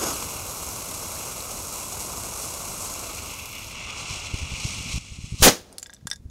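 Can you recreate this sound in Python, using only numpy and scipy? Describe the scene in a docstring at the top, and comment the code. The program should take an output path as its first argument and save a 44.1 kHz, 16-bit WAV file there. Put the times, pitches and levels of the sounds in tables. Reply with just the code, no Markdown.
"""Firecracker in a plastic housing

A back yard, the microphone near a hollow plastic housing that lies on stones with a firecracker in it.
The fuse hisses in the open, burns on inside the housing and goes quiet, while wind bumps the microphone.
The bang overloads the microphone; then splinters rain down and the housing clatters onto the stones."""
import sys
import numpy as np
from scipy import signal
from scipy.fft import rfft, irfft
from scipy.io import wavfile
from scipy.ndimage import map_coordinates

SR = 44100
rng = np.random.default_rng(int(sys.argv[2]) if len(sys.argv) > 2 else 0)


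def materialize(psi):
    """Save the field psi as 16-bit PCM at rate SR to the path in sys.argv[1].

    A 1-D psi becomes a single channel; in a 2-D psi each row is a channel.
    """
    bounded = np.clip(np.atleast_2d(psi).T, -1, 1)
    quanta = np.round(bounded * 32767).astype(np.int16)
    wavfile.write(sys.argv[1], SR, quanta)


N = 277830
TIME = np.arange(N) / SR
BANG_S = 5.4234


def from_db(db):
    """Decibels to gain."""
    return 10 ** (np.asarray(db) / 20)


def rms_one(x):
    """Scale to rms 1."""
    return x / np.sqrt(np.mean(x ** 2) + 1e-20)


def in_time(rows):
    """A curve through (seconds, value) points, sample by sample."""
    return np.interp(TIME, *np.transpose(rows))


def bump(s, length_s):
    """A smooth rise and fall of height 1 round a time."""
    return np.exp(-(2 * (TIME - s) / length_s) ** 2)


def ramp(s, length_s):
    """From 0 to 1, starting at a time."""
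    return np.clip((TIME - s) / length_s, 0, 1)


def white():
    """White noise."""
    return rng.standard_normal(N)


def coloured(x, spectrum):
    """Give a steady noise a spectrum of (Hz, dB) points; rms 1."""
    hz, level_db = np.transpose(spectrum)
    bins = np.maximum(np.fft.rfftfreq(N, 1 / SR), 1)
    gain_db = np.interp(np.log(bins), np.log(hz), level_db, left=-60)
    return rms_one(irfft(rfft(x) * from_db(gain_db), N))


def low_pass(x, hz, order=2):
    """Butterworth low-pass."""
    return signal.sosfilt(signal.butter(order, hz, fs=SR, output="sos"), x + 1e-18)


def drift(hz):
    """A random wander, mostly slower than hz; rms 1."""
    return rms_one(low_pass(white(), hz))


def in_bands(x, bands, order=1):
    """Parallel band-passes of (Hz, width in Hz, dB), alternating in sign; rms 1."""
    out = np.zeros(N)
    for k, (hz, width, db) in enumerate(bands):
        band = signal.butter(order, [hz - width / 2, hz + width / 2], "band", fs=SR, output="sos")
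        out += (-1) ** k * from_db(db) * signal.sosfilt(band, x)
    return rms_one(out)


def ring(clicks, hz, t60):
    """A unit click sets a sine of height 1 ringing."""
    r, w = from_db(-60 / (t60 * SR)), 2 * np.pi * hz / SR
    return signal.lfilter([0, np.sin(w)], [1, -2 * r * np.cos(w), r * r], clicks + 1e-18)


def add(out, s, sound):
    """Mix a short sound in at a time."""
    at = round(s * SR)
    out[at:at + len(sound)] += sound[:N - at]


def sparks(per_s, spread_db):
    """Powder grains pop at random with very uneven sizes; rms 1."""
    sizes = from_db(spread_db * np.minimum(rng.exponential(1, N), 5)) * rng.choice([-1, 1], N)
    return rms_one(sizes * (rng.random(N) < per_s / SR))


# Richer stretches of powder spurt. Each row: centre in seconds, length in seconds, full lift in dB.
SPURTS = [(2.014, 0.038, 2.5), (2.423, 0.084, 2.5), (2.854, 0.16, 1.5), (3.457, 0.0041, 7.5),
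          (3.992, .06, 4), (4.12, 0.18, 6.5), (4.264, 0.027, 5), (4.384, .07, 3), (4.68, 0.25, 7.5),
          (4.946, 0.15, 7)]


def burn_db(levels, covered, catch_s=-0.017, attack_s=0.04, hold_s=0.035, fade_s=0.12, flare_s=0.053):
    """Level of one voice of the fuse as it catches, burns into the housing, is muffled and flares."""
    open_db, housed_db, tube_db, catch_db, pinch_db, flare_db, spurt_share = levels
    fading_s = np.maximum(TIME - catch_s - attack_s - hold_s, 0)
    catching = ramp(catch_s, attack_s) * np.exp(-fading_s / fade_s)
    pinched = bump(3.57, 0.43)   # the jet passes the hole in the housing's wall
    spurt_db = spurt_share * sum(db * bump(s, length_s) for s, length_s, db in SPURTS)
    steady_db = open_db + (housed_db - open_db) * covered
    free_db = steady_db + catch_db * catching + pinch_db * pinched + spurt_db
    sealed = ramp(4.975, 0.019)   # the flame slips into the cracker's own tube
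    sealed_db = tube_db + flare_db * ramp(BANG_S - flare_s, flare_s)
    return free_db + (sealed_db - free_db) * sealed


# The sizzle in the open, the sizzle from inside the housing, and the finest fizz on top.
# Each row: frequency in Hz, level in dB.
SIZZLE_OPEN = [(1750, -22.5), (2100, -9), (2800, -13.5), (3150, -13), (3600, -8), (4000, -5.5), (4700, -7),
               (5500, -2.5), (6600, 0), (7200, -0.5), (8400, -1), (10100, -6.5), (11300, -9.5),
               (14000, -35.5)]
SIZZLE_COVERED = [(1800, -23.5), (2600, -2.5), (3250, -2), (3650, -1.5), (4100, 1.5), (4700, -3), (5600, 1),
                  (6700, -0.5), (7300, -3), (8700, -6), (9800, -14.5), (11500, -22), (14000, -43)]
FIZZ = [(9000, -28.5), (10300, -13), (11300, 0.5), (12200, -2), (13200, 0.5), (14500, -6), (16000, -10.5)]
# Each voice: level in dB in the open, in the housing and in the tube, dB added on catching,
# at the pinch and by the last flare, then its share of a spurt.
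SIZZLE_LEVELS = (-36.5, -42.5, -48, 8.5, -2.5, 22, 1.0)
FIZZ_LEVELS = (-43, -64, -73.5, 2.5, 2, 42, 0.94)


def hiss(covered, fade_db_per_s=1.3, escape_db=1.5):
    """A gas jet full of popping grains; the housing dulls it once the flame is inside."""
    fizz_db = burn_db(FIZZ_LEVELS, covered ** 3.3) - fade_db_per_s * TIME   # shaded only when deep inside
    fizz_db += escape_db * covered * drift(hz=30)   # from there it escapes in flickers
    spits = from_db(-14) * sparks(per_s=26, spread_db=-3.0)   # now and then a coarse grain bursts
    jet = white() + 0.42 * sparks(per_s=1300, spread_db=4.5) + spits
    sizzle = rms_one((1 - covered) * coloured(jet, SIZZLE_OPEN) + covered * coloured(jet, SIZZLE_COVERED))
    return from_db(burn_db(SIZZLE_LEVELS, covered)) * sizzle + from_db(fizz_db) * coloured(jet, FIZZ)


# The flame in the open and inside the housing. Each row: frequency in Hz, level in dB.
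ROAR_OPEN = [(60, -11), (300, -0.5), (600, 1.5), (830, -0.5), (1100, 2.5), (1300, -1.5), (1500, -7),
             (1720, -17.5), (2300, -34)]
ROAR_COVERED = [(60, -4), (300, -5.5), (550, -3.5), (800, -3.5), (1120, 1.5), (1300, 0), (1480, -6),
                (1660, -15.5), (2300, -33)]
# Its levels along the burn, in the same order as the sizzle's.
ROAR_LEVELS = (-40.5, -44, -52.5, 12, -5, 23, 0.36)


def roar(covered, inside_s=3.98, recede_db_per_s=7, flutter_db=0.87):
    """The low rush of burning gas, which recedes once the flame is past the housing's wall."""
    gas = white()
    flame = (1 - covered) * coloured(gas, ROAR_OPEN) + covered * coloured(gas, ROAR_COVERED)
    level_db = burn_db(ROAR_LEVELS, covered) - recede_db_per_s * np.maximum(TIME - inside_s, 0)
    return from_db(level_db + flutter_db * drift(hz=110)) * flame


# Hollow resonances close round the flame. Each row: frequency in Hz, width in Hz, level in dB.
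HOLLOW_MODES = [(2309, 424, -4), (2784, 340, -2.5), (3425, 370, -9)]
# Their levels along the burn, in the same order as the sizzle's.
HOLLOW_LEVELS = (-49.5, -39.5, -49.5, 12, -0.5, 0, 0.19)


def hollow(covered, waver_db=1.12):
    """Gas and popping grains sound the hollow round the flame."""
    level_db = burn_db(HOLLOW_LEVELS, covered) + waver_db * drift(hz=11.4)
    jet = white() + 0.42 * sparks(per_s=900, spread_db=4.0)
    return from_db(level_db) * in_bands(jet, HOLLOW_MODES, order=2)


# How far the housing hides the flame from the microphone. Each row: time in seconds, share from 0 to 1.
COVERED = [(0, 0.16), (2.85, 0.01), (3.2, 0.41), (3.69, 0.71), (3.78, 1), (5.4, 0.89)]


def fuse(sputter_db=1.0):
    """The fuse burns until the bang; uneven burning shakes all of its voices at once."""
    covered = in_time(COVERED)
    sputter = from_db(sputter_db * drift(hz=44))
    burning = 1 - ramp(BANG_S - 0.004, 0.004)
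    return burning * sputter * (hiss(covered) + roar(covered) + hollow(covered))


# The lighting hand, centimetres from the flame. Each row: starting distance in metres, share reflected.
HAND_REFLECTORS = [(0.029, 0.18), (0.103, 0.32)]


def past_hand(x, leaves_s=0.124, m_per_s=0.46, fade_s=0.11):
    """Echoes off the retreating fingers and arm sweep two combs down through the hiss."""
    away_s = np.maximum(TIME - leaves_s, 0)
    for distance_m, near_share in HAND_REFLECTORS:
        delay_s = 2 * (distance_m + m_per_s * away_s) / 343
        share = near_share * np.exp(-(away_s / fade_s) ** 2)
        echo = map_coordinates(x, [(TIME - delay_s) * SR], order=3)
        x = (x + share * echo) / np.sqrt(1 + share ** 2)
    return x


# Fixed peaks and dips that colour the fuse's hiss. Each row: frequency in Hz, width in Hz, gain in dB.
HISS_RIPPLE = [(3670, 110, -5.5), (4670, 120, -0.5), (5640, 180, 2), (6650, 230, 2.5), (7140, 150, -1.5),
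               (7750, 300, 2), (9120, 240, 2), (9840, 340, -2), (10750, 280, 2), (13400, 700, -2)]


def ripple(x):
    """Some pitches of the hiss are lifted and others lowered."""
    bins = np.fft.rfftfreq(N, 1 / SR)
    ripple_db = sum(db * np.exp(-((bins - hz) / width) ** 2) for hz, width, db in HISS_RIPPLE)
    return irfft(rfft(x) * from_db(ripple_db), N)


# Wind rumble on the microphone, ducked after the bang and slowly coming back up.
# Each row: time in seconds, level in dB.
RUMBLE_LEVEL = [(0, -44), (3.9, -45), (4.4, -41), (4.9, -40), (5.05, -49), (5.37, -43), (5.8, -62),
                (6.05, -53), (6.3, -48.5)]
# Its colour. Each row: frequency in Hz, level in dB.
RUMBLE_COLOUR = [(20, -10), (45, 1), (90, 2), (150, -5), (250, -9), (400, -29), (900, -53)]
# Single buffets on the membrane. Each row: time in seconds, level in dB, rate of the swing in Hz.
BUFFETS = [(4.105, -25.5, 110), (4.337, -17.5, 100), (4.412, -27, 81), (4.427, -22.5, 98),
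           (4.517, -24.5, 129), (4.530, -26, 70), (4.648, -19, 118), (4.805, -27.5, 100),
           (4.857, -27.5, 151), (4.939, -20.5, 119), (4.955, -20.5, 86), (4.975, -23, 150),
           (5.115, -30, 88), (5.185, -28, 129), (5.238, -24, 113), (5.321, -21.5, 140), (5.337, -22, 97),
           (5.4, -22, 130), (5.412, -26, 100), (6.026, -40, 140), (6.053, -28.5, 175), (6.197, -36.5, 100),
           (6.254, -29, 104)]


def wind(lumps_db=1.1, ragged=0.14):
    """Lumpy low turbulence; each larger eddy pushes the membrane and sucks it back."""
    out = from_db(in_time(RUMBLE_LEVEL) + lumps_db * drift(hz=15)) * coloured(white(), RUMBLE_COLOUR)
    t = TIME[:SR // 10]
    for s, db, hz in BUFFETS:
        phase = np.pi * (hz * t - 1)
        churn = ragged * rms_one(low_pass(rng.standard_normal(len(t)), hz=298, order=3))
        eddy = -2 * phase * np.exp(-phase ** 2) + churn * np.exp(-(phase / 2) ** 2)
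        add(out, s - .5 / hz, from_db(db) * low_pass(eddy, hz=450, order=3))
    return out


# The open air all round the yard. Each row: frequency in Hz, level in dB.
AIR_COLOUR = [(20, 10.5), (200, 7.5), (500, 4), (1100, -7), (3000, -14.5), (6500, -12), (11000, -17),
              (16000, -22)]


def air():
    """A faint, steady outdoor rush."""
    return from_db(-63.5) * coloured(white(), AIR_COLOUR)


# On the ground, two pebbles shift early on and the larger splinters land after the bang.
# Each row: start in seconds, level in dB, pitch in Hz.
LANDINGS = [(1.167, -34, 1800), (1.405, -25, 4150), (5.7273, -35.5, 9000), (5.7827, -26.5, 4400),
            (5.783, -24.5, 9740), (5.7968, -30, 7400), (5.8287, -20.5, 7220), (5.8690, -37, 7550),
            (5.936, -31.5, 7800), (5.946, -36, 6000), (6.07, -23, 7200), (6.0724, -23.5, 9050),
            (6.1011, -23.5, 5970), (6.1320, -25, 5500), (6.1598, -35, 7200)]


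def touches(hop_s=0.0043, hop_loss_db=10, pitch_scatter=0.15):
    """Each bit lands and hops once onto another edge; four crumbs sprinkle down. Gives (s, dB, Hz)."""
    def scattered(hz):
        return hz * np.exp(pitch_scatter * rng.uniform(-1, 1))
    hops = [(s + hop_s * rng.uniform(0.68, 1.3), db - hop_loss_db, scattered(hz))
            for s, db, hz in LANDINGS]
    crumbs = [(rng.uniform(5.8, 5.95), -38, scattered(6200)) for _ in range(4)]
    return list(LANDINGS) + hops + crumbs


# The modes of one splinter. Each row: multiple of its pitch, level in dB.
SPLINTER_MODES = [(.66, -13), (1, 2.5), (1.31, -13), (1.62, -15)]


def splinters(ring_t60=0.01, ring_db=-4.5, grit_db=-9.5, grit_t60=0.015):
    """Small hard bits on stone: a few short, high modes and a puff of grit for each touch."""
    out, click = np.zeros(N), signal.unit_impulse(SR // 10)
    grit = coloured(white(), [(500, 1), (2500, -15), (5000, 0.5), (9500, -1.5), (12000, -10), (16000, -21)])
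    dying = from_db(grit_db - 60 * TIME[:len(click)] / grit_t60)
    for s, db, hz in touches():
        modes = sum(from_db(mode_db + ring_db) * ring(click, hz * k, ring_t60) * rng.choice([-1, 1])
                    for k, mode_db in SPLINTER_MODES)
        puff = dying * grit[round(s * SR):][:len(click)]
        add(out, s, from_db(db) * (modes + puff))
    return out - low_pass(out, hz=1200, order=1)


def stone_scatter(x, t60=0.11, wet_db=-14.0):
    """A short, thin scatter off the surrounding stones follows the direct sound to the microphone."""
    t = TIME[:SR // 4]
    scatter = rng.standard_normal(len(t)) * from_db(-60 * t / t60) * (t > .002)
    return x + from_db(wet_db) * signal.fftconvolve(x, scatter / np.linalg.norm(scatter))[:N]


# The pressure front and its strongest echoes. Each row: start in seconds, level in dB, push in seconds.
SHOCKS = [(5.4234, -0.5, 0.0097), (5.452, -5, 0.0044), (5.465, -4.5, .0015), (5.471, -8, 0.001)]


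def shock_fronts():
    """Each front is a sudden push followed by a longer, weaker suction."""
    out = np.zeros(N)
    for s, db, push_s in SHOCKS:
        age = TIME[:SR // 5] / push_s
        add(out, s, from_db(db) * (1 - age) * np.exp(-age))
    return out


def blast_level(shape, yard_t60=0.24, distant_t60=1.7):
    """One voice of the blast swells to its crest, collapses, and lingers in near and distant echoes."""
    swell_s, swell_db, crest_db, release_t60, yard_db, distant_db = shape
    past_s = np.maximum(TIME - BANG_S - swell_s, 0)
    decays = ((crest_db, release_t60), (yard_db, yard_t60), (distant_db, distant_t60))
    power = sum(from_db(db - 60 * past_s / t60) ** 2 for db, t60 in decays)
    swell = from_db(swell_db * (ramp(BANG_S, swell_s) - 1))
    return (TIME > BANG_S) * swell * np.sqrt(power)


# The blast's bright snap and broad crack. Each row: frequency in Hz, level in dB.
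SNAP_COLOUR = [(3000, -23), (6000, -4), (8500, -0.5), (11000, -2.5), (13500, -6), (16000, -5)]
CRACK_COLOUR = [(300, -10.5), (900, -2), (1500, 1), (2600, -1), (4200, 1.5), (5900, 1), (6800, 2),
                (7500, -6), (10500, -9.5), (13000, -16.5), (16000, -19.5)]
# Low noise bands that colour the boom. Each row: frequency in Hz, width in Hz, level in dB.
BOOM_BANDS = [(110, 120, -8), (196, 45, 1.5), (275, 70, -1.5), (364, 38, 2), (493, 80, 0), (596, 48, 0.5),
              (720, 166, -4.5)]
# Each voice: swell in seconds, swell in dB, crest in dB, seconds to fall 60 dB,
# yard echo in dB, distant echo in dB.
SNAP_SHAPE = (0.0378, 5.5, -7.5, 0.0963, -23, -63.5)
CRACK_SHAPE = (0.0582, 4.5, -5, 0.0544, -18.5, -52)
BOOM_SHAPE = (0.0542, 17, -5, 0.07, -19.5, -49.5)


def blast(return_s=0.31, return_db=-56.5):
    """A dense snap, crack and boom scattered by stones, fence and house."""
    clumps = from_db(0.84 * drift(hz=210))   # echoes arrive in bunches
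    snap = blast_level(SNAP_SHAPE) * coloured(white(), SNAP_COLOUR)
    crack = blast_level(CRACK_SHAPE) * coloured(white(), CRACK_COLOUR)
    far_return = from_db(return_db) * bump(BANG_S + return_s, length_s=0.09)   # back off far houses
    boom = (blast_level(BOOM_SHAPE) + far_return) * in_bands(white(), BOOM_BANDS)
    return clumps * (snap + crack) + boom


# The housing comes down on the stones. Each row: start in seconds, level in dB, contact cut-off in Hz.
KNOCKS = [(5.8606, -26, 2900), (5.8963, -25, 2000), (5.9304, -31.5, 2700), (5.9653, -40, 3500),
          (6.0107, -47, 2800), (6.0714, -14.5, 1650), (6.1139, -14.5, 12000), (6.1290, -20.5, 2610),
          (6.1588, -36.5, 4200)]
# The modes of its shell. Each row: frequency in Hz, level in dB, seconds to fall 60 dB.
SHELL_MODES = [(900, -34, 0.064), (1637, -12.5, 0.036), (1880, -17, 0.027), (2800, -39, .03),
               (3565, -7.5, 0.027), (4540, -24, .012), (5100, -0.5, 0.013), (5770, -6, 0.01),
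               (7250, -27, .025), (8400, -11, .007), (9300, -11, .007), (11300, -12, .009)]


def housing(scuff_db=-23.0, scuff_t60=0.014):
    """Each knock rings the plastic shell and scuffs the stone; softer contacts favour the low modes."""
    out, t, count = np.zeros(N), TIME[:SR // 5], len(SHELL_MODES)
    for s, db, contact_hz in KNOCKS:
        scuff = rng.normal(0, 0.5, len(t)) * from_db(scuff_db - 60 * t / scuff_t60)
        push = from_db(db) * low_pass(signal.unit_impulse(len(t)) + scuff, contact_hz)
        # the spot that is struck sets each mode's strength and sign, the stone under it pulls its pitch
        strengths = from_db(rng.standard_normal(count)) * rng.choice([-1, 1], count)
        detunes = 1 + .006 * rng.standard_normal(count)
        for strength, detune, (hz, mode_db, t60) in zip(strengths, detunes, SHELL_MODES):
            add(out, s, strength * from_db(mode_db) * ring(push, hz * detune, t60))
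    return out - low_pass(out, hz=700, order=1)   # a small shell radiates little bass


def scene():
    """Outdoor air, fuse, wind, bang and falling debris at one microphone in the yard."""
    fuse_outdoors = air() + ripple(past_hand(fuse())) + wind()
    bang = shock_fronts() + blast()
    debris = stone_scatter(housing() + splinters())
    return (fuse_outdoors + bang + debris)[None]


def record(dry, ceiling=0.45, cutoff_hz=15800):
    """The microphone overloads hard on the bang; the highest treble is cut."""
    clipped = dry / (1 + (dry / ceiling) ** 6) ** (1 / 6)
    return signal.fftconvolve(clipped, signal.firwin(301, cutoff_hz, fs=SR)[None], "same")


dry = scene()
out = record(dry)
materialize(out)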